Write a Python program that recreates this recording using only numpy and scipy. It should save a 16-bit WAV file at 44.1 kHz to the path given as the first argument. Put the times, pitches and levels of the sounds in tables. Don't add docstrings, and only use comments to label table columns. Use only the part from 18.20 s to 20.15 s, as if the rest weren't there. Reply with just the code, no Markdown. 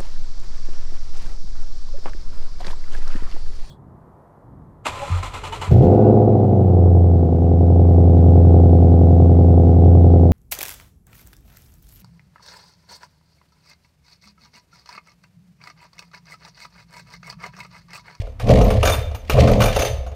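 import sys
import numpy as np
from scipy import signal
from scipy.fft import rfft, irfft, next_fast_len
from scipy.io import wavfile
from scipy.ndimage import uniform_filter1d, map_coordinates

SR = 44100
rng = np.random.default_rng(int(sys.argv[2]) if len(sys.argv) > 2 else 0)


def to_wav(sig):
    pcm = np.clip(np.atleast_2d(sig), -1, 1) * 32767
    pcm = np.round(pcm).astype(np.int16)
    wavfile.write(sys.argv[1], SR, pcm.T)


N = 85995

# centre in Hz, width in Hz, relative level in dB.
MUFFLER = [(431, 33.5, -5.5), (511.2, 17.2, -1), (552.7, 25.3, -2), (617, 30.6, -3.5), (667.5, 31.7, -3),
           (742.5, 87, -12), (858, 26, -15.5), (1074, 180, -23.5)]
# start in seconds, level in dB, case knock over the rattle in dB,
# treble over the rattle in dB, rattle t60 in seconds, rise in seconds, then the ringing of the low, middle
# and high steel modes over the clack, each in dB.
CLACKS = [(0.069, -39, 11, -28, 0.04, 0.00057, -24, -24, -25),
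          (0.1969, -20, -4, -20, 0.069, 0.0028, -60, -50, -26),
          (0.2638, -41, -5, -27, 0.078, 0.0015, -32, -36, -30),
          (0.273, -31, 3, -29, 0.21, 0.0021, -26, -31, -32),
          (0.2854, -36, -3, -29, 0.034, 0.0013, -33, -37, -26),
          (0.2911, -15.5, 9.5, -36, 0.041, 0.00072, -40, -42, -38),
          (0.37, -29, -6, -23, 0.11, 0.0012, -30, -22, -19),
          (0.411, -16.5, 14.5, -29, 0.052, 0.0026, -37, -25, -23),
          (0.4646, -30, 7, -20, 0.058, 0.0022, -27, -22, -11),
          (0.5029, -15.5, 5, -16, 0.076, 0.0012, -35, -25, -20),
          (0.5694, -36, -15, -33, 0.05, 0.0018, -26, -31, -30),
          (0.629, -8.5, -18, -25, 0.055, 0.0015, -26, -20.5, -15),
          (0.6518, -8.5, -15, -10, 0.072, 0.0017, -23, -18.5, -19),
          (0.6729, -11.5, -4.5, -16, 0.11, 0.00085, -16, -46, -21),
          (0.6962, -9.5, -4, -9, 0.038, 0.001, -37, -26, -17),
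          (0.7194, -20.5, -8, -2.5, 0.069, 0.0015, -4, -24, -9),
          (0.7337, -21.5, -13, -6, 0.16, 0.001, -26, -31, -22),
          (0.9126, -35.5, 7, -33, 0.057, 0.0014, -36, -32, -32),
          (0.9467, -25, -20, -13, 0.084, 0.0013, -40, -21, -24),
          (1.0969, -12, -5, -10.5, 0.088, 0.0012, -31, -33, -19),
          (1.1777, -26, 1, -39, 0.2, 0.0013, -32, -42, -38),
          (1.2725, -20.5, -12, -32, 0.14, 0.0013, -18, -28, -29),
          (1.3143, -18.5, 8, -9, 0.047, 0.0017, -26, -20, -22),
          (1.4031, -10.5, 2, -14, 0.062, 0.0022, -18, -32, -23),
          (1.4182, -9.5, -8, -18, 0.073, 0.0011, -33, -19, -21),
          (1.4376, -7, -3, -19, 0.043, 0.0022, -18.5, -38, -21),
          (1.4562, -14.5, -3, -7, 0.083, 0.0013, -15, -31, -22),
          (1.4798, -21, -5, -20, 0.12, 0.0013, -20, -29, -26),
          (1.5474, -24.5, -27, -7, 0.049, 0.0011, -20, -9, -22),
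          (1.562, -9.5, 5.5, -18, 0.053, 0.0017, -26, -20, -16),
          (1.5912, -15, 2.5, -9.5, 0.13, 0.0011, -27, -12, -31),
          (1.6193, -17, -16, -7, 0.066, 0.0012, -22, -10.5, -9),
          (1.6489, -13.5, 3, -13.5, 0.056, 0.0023, -18, -18, -16.5),
          (1.68, -21, 0, -10, 0.074, 0.002, -29, -19, -26),
          (1.8637, -34, 6, -21, 0.093, 0.0018, -34, -19, -24),
          (1.915, -40, -12, -27, 0.089, 0.0012, -17.5, -39, -31)]


def amp(db):
    return 10 ** (np.asarray(db) / 20)


def unit(x):
    return x / np.sqrt(np.mean(x ** 2) + 1e-20)


def along(points, hz):
    f, v = np.transpose(points)
    return np.interp(np.log(hz + 1), np.log(f + 1), v)


def curves(rows):
    s, *cols = np.transpose(rows)
    return [np.interp(np.arange(N) / SR, s, c) for c in cols]


def filtered(x, response):
    m = next_fast_len(N + SR // 2)
    return irfft(rfft(x, m) * response(np.fft.rfftfreq(m, 1 / SR)), m)[..., :N]


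def resonant(x, peaks):
    def response(f):
        return sum((-1) ** k * amp(db) * 1j * f * width / (hz * hz - f * f + 1j * f * width)
                   for k, (hz, width, db) in enumerate(peaks))
    return filtered(x, response)


def noise(spectrum):
    return unit(filtered(rng.standard_normal(N), lambda hz: amp(along(spectrum, hz))))


def pulses(rate, uneven, size_db):
    draw = rng.standard_normal((400, 2))
    beat = np.arange(len(draw)) + uneven * draw[:, 0]
    at = (beat / rate * SR).astype(int)
    keep = (at >= 0) & (at < N)
    return np.bincount(at[keep], amp(size_db * draw[keep, 1]), N)


def decay(s, t60, rise):
    out, start = np.zeros(N), round(s * SR)
    t = np.arange(min(N - start, SR // 3)) / SR
    out[start:start + len(t)] = amp(-60 * t / max(t60, .005)) * (1 - np.exp(-t / rise))
    return out


def wobble(rate):
    return map_coordinates(rng.standard_normal(400), [np.arange(N) * min(rate, 190) / SR])


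def air():
    # frequency in Hz, relative density in dB per Hz.
    air_spectrum = [(88, -39), (150, 3), (243, 5), (549, -27), (858, -7), (3020, -31.5), (14300, -38),
                    (15400, -70)]
    return amp(-53) * noise(air_spectrum)


def barn(x):
    # frequency in Hz, t60 in seconds.
    barn_decay = [(300, 0.25), (2000, 0.62), (10000, 0.37)]
    hz, t, z = signal.stft(rng.standard_normal(SR // 2), SR, nperseg=256)
    fading = z * amp(-60 * t / along(barn_decay, hz)[:, None])
    tail = signal.istft(fading, SR, nperseg=256)[1]
    delayed = np.pad(x, (400, 0))
    return signal.fftconvolve(delayed, tail / np.linalg.norm(tail))[:N]


def planks():
    # time in seconds, pitch in Hz, level in dB.
    low_note = [(0.0, 71.3, -44), (0.108, 66, -35), (0.152, 67.5, -44), (0.238, 75.8, -36),
                (0.26, 71.6, -47), (0.304, 74.7, -12.5), (0.374, 77.5, -20), (0.422, 76, -28),
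                (0.482, 78.8, -21.5), (0.574, 76.25, -18.5), (0.82, 73.6, -26), (0.938, 71.3, -26.5),
                (0.982, 72.4, -48), (1.14, 72, -24), (1.162, 72.9, -24), (1.21, 73.3, -10.5),
                (1.276, 74.7, -21.5), (1.428, 74.8, -21.5), (1.536, 76.2, -47), (1.606, 78.1, -15.5),
                (1.662, 74.5, -58), (1.704, 76.4, -27), (1.84, 65.9, -26), (1.95, 67.7, -33)]
    high_note = [(0.0, 92, -20.5), (0.064, 102.6, -47), (0.178, 103.4, -42), (0.248, 111.4, -20),
                 (0.33, 127.4, -11.5), (0.358, 116.1, -17.5), (0.438, 112.6, -15.5), (0.542, 107.3, -28.5),
                 (0.58, 107.5, -13), (0.634, 104.2, -28), (0.706, 105.9, -21), (0.744, 103.6, -37),
                 (0.782, 103.8, -17.5), (0.83, 103.2, -37), (0.972, 106.2, -32), (0.998, 104.0, -47),
                 (1.102, 116.5, -58), (1.146, 127, -16), (1.184, 122.9, -12), (1.552, 110.3, -25.5),
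                 (1.678, 116.1, -33), (1.726, 112, -26), (1.868, 118, -53.5), (1.95, 118, -43)]
    # time in seconds, level in dB.
    rumble_level = [(0.0, -31), (0.032, -27), (0.162, -41), (0.26, -20), (0.33, -21), (0.384, -14.5),
                    (0.422, -15.5), (0.63, -25), (0.706, -29), (0.726, -35), (1.058, -34), (1.102, -57),
                    (1.128, -14), (1.248, -29), (1.336, -18), (1.394, -35), (1.432, -14.5), (1.46, -21.5),
                    (1.748, -32.5), (1.758, -43), (1.792, -27), (1.95, -49)]
    # centre in Hz, width in Hz, relative level in dB.
    deep = [(33.4, 5.3, 5.5), (53, 10, 0)]
    wander, fuzz_db = .7, -6

    rumble = resonant(resonant(rng.standard_normal(N), deep), [(40.4, 30, 0)])
    out = amp(curves(rumble_level)[0]) * unit(rumble)
    for note in low_note, high_note:
        hz, level_db = curves(note)
        phase = 2 * np.pi * np.cumsum(hz) / SR + wander * wobble(11.58)
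        fuzz = amp(fuzz_db) * (wobble(45.15) * np.sin(phase) + wobble(45.2) * np.cos(phase))
        out = out + amp(level_db) * unit(np.sin(phase) + fuzz)
    return out


def jingle():
    # start in seconds, level in dB, t60 in seconds.
    jingles = [(0.4404, -34.5, 0.056), (0.46, -43, 0.08), (0.9538, -45, 0.11)]
    shiver = unit(resonant(rng.standard_normal(N), [(13400, 304, 0)]))
    return shiver * sum(amp(db - 1.5) * decay(s, t60, .002) for s, db, t60 in jingles)


def steel():
    # frequency in Hz, relative level in dB, t60 in seconds.
    modes = [(3588, -4, .27), (4630, -11, .15), (6150, -5, .3), (6690, -8, .2), (9060, -11, .2),
             (9700, -15, .15), (11050, -15, .2), (11750, -18, .12), (13600, -14, .14)]
    split_hz = [4000, 8000]
    scatter_db, flicker_db = 1.5, 3
    twin_hz, wander = 18, .045

    s, db, *rest = np.transpose(CLACKS)
    groups = rest[-3:]
    luck = rng.standard_normal((len(CLACKS), len(modes)))
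    t, out = np.arange(N) / SR, 0
    for (hz, level, t60), scatter in zip(modes, luck.T):
        ring_db = groups[np.searchsorted(split_hz, hz)]
        hits = np.bincount((s * SR).astype(int), amp(db + ring_db + scatter_db * scatter), N)
        fade = signal.lfilter([1], [1, -amp(-120 / (t60 * SR))], hits ** 2) ** .5
        swell = uniform_filter1d(fade, size=200, origin=99)
        phase = 2 * np.pi * hz * t + wander * (hz / 1000) ** 2 * wobble(60)
        twin = np.sin(phase + 2 * np.pi * twin_hz * t + wobble(6))
        pair = np.sin(phase) + .6 * twin
        out = out + amp(level + flicker_db * wobble(30)) * swell * pair
    return out


def clacks():
    # frequency in Hz, relative density in dB per Hz.
    clatter = [(530, 6), (900, 7.5), (1190, -7.5), (3350, -6), (4540, -8), (5790, -11), (6320, -11.5),
               (7200, -34), (9360, -34), (15800, -120)]
    treble = [(4000, -28), (6800, -2), (7110, -13), (9380, -7), (12600, -15), (13800, 1), (15400, -20)]
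    # centre in Hz, width in Hz, relative level in dB.
    housing = [(1177, 237, 1.5), (1528, 93, -8.5), (2371, 91, -4.5), (2780, 240, -4), (5720, 430, -13)]
    housing_db, mix_db = -5.5, 3.5
    kick_db, grit_db = 14.5, 2.5

    out, knocks = np.zeros(N), np.zeros(N)
    mid, top, white = noise(clatter), noise(treble), rng.standard_normal(N)
    grain = unit(uniform_filter1d(rng.standard_normal(N), size=60))
    grit = unit(amp(grit_db * grain))
    voices = np.array([amp(db) * unit(resonant(rng.standard_normal(N), [(hz, width, 0)]))
                       for hz, width, db in housing])
    luck = rng.standard_normal((len(CLACKS), len(housing)))
    for (s, db, case_db, treble_db, t60, rise, *_), scatter in zip(CLACKS, luck):
        rattle = amp(db - 6) * decay(s, t60, max(rise, 1e-4))
        body = amp(housing_db + mix_db * scatter) @ voices
        out += rattle * (grit * (mid + amp(treble_db) * top) + body)
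        knocks += amp(case_db) * rattle * white
        knocks[round(s * SR)] += amp(db + case_db + kick_db)
    return out + resonant(knocks, MUFFLER) / np.std(resonant(white, MUFFLER))


def engine():
    # time in seconds, muffler level in dB, low chuff over the muffler
    # in dB, air hiss over the muffler in dB.
    turn = [(0.0, -36, -11, -7.5), (0.07, -50, -40, -13.5), (0.184, -64.5, -16, -9), (0.2, -38.5, -32, -7),
            (0.244, -33.5, 5, -15), (0.304, -11, -2.5, -25.5), (0.346, -17.5, 1, -21),
            (0.466, -18.5, -4, -21.5), (0.554, -26.5, 1.5, -18), (0.574, -23.5, -10, -15),
            (0.602, -37, -7, -11), (0.63, -19, -28, -20), (0.706, -28.5, -20, -9), (0.722, -29, -7, -6),
            (0.906, -43, -19.5, -22), (0.916, -43.5, -41, -20), (1.07, -53, -39, -6.5),
            (1.108, -34.5, -24, -6), (1.14, -25.5, 4, -13), (1.178, -10.5, -22, -31), (1.21, -17, 2, -12.5),
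            (1.248, -15, -1.5, -23), (1.368, -20.5, -3, -18), (1.482, -25, -6.5, -31),
            (1.498, -29, -1.5, -11), (1.552, -31, -14, -9), (1.568, -22, -27, -14),
            (1.602, -42.5, -11, 13.5), (1.624, -18, -27, -12), (1.64, -34.5, -16, -1.5),
            (1.662, -24.5, -22, -7.5), (1.7, -34, -18, -9), (1.932, -46.5, -34, -27), (1.95, -48, -2, -20)]
    # centre in Hz, width in Hz, relative level in dB.
    chuff_peaks = [(190.6, 36, 2.5), (225.3, 32, 0), (256.4, 24, -3.5), (287.7, 34, -4.5)]
    # frequency in Hz, relative density in dB per Hz.
    hiss_spectrum = [(590, -44), (1000, -34), (1190, -30), (1830, -5), (2230, -4), (4690, -11.5),
                     (8890, -24.5), (13900, -33), (15400, -43)]
    beats_per_s, uneven, size_db = 88, 0.1967, 0.9
    breath, puff_s = 0.43, 0.0052

    level_db, low_db, hiss_db = curves(turn)
    beats = pulses(beats_per_s, uneven, size_db)
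    gate = unit(signal.lfilter([1], [1, -np.exp(-1 / (puff_s * SR))], beats))
    drive = (1 - breath) * unit(beats - beats.mean()) + breath * gate * rng.standard_normal(N)

    def sounded(db, peaks):
        return resonant(amp(db) * drive, peaks) / np.std(resonant(drive, peaks))

    puffs = sounded(level_db, MUFFLER)
    chuff = sounded(level_db + low_db, chuff_peaks)
    flutter_db = 1.9 * wobble(69.52) + 4.3 * wobble(170)
    hiss = amp(level_db + hiss_db + flutter_db) * noise(hiss_spectrum)
    return puffs + chuff + hiss


def scene():
    saw = jingle() + steel() + clacks() + engine()
    return (air() + planks() + amp(-10.5) * barn(saw) + saw)[None]


def record(dry):
    ceiling, knee, top_hz = .95, 6, 15550
    soft = dry / (1 + np.abs(dry / ceiling) ** knee) ** (1 / knee)
    return filtered(soft, lambda hz: hz < top_hz)


dry = scene()
out = record(dry)
to_wav(out)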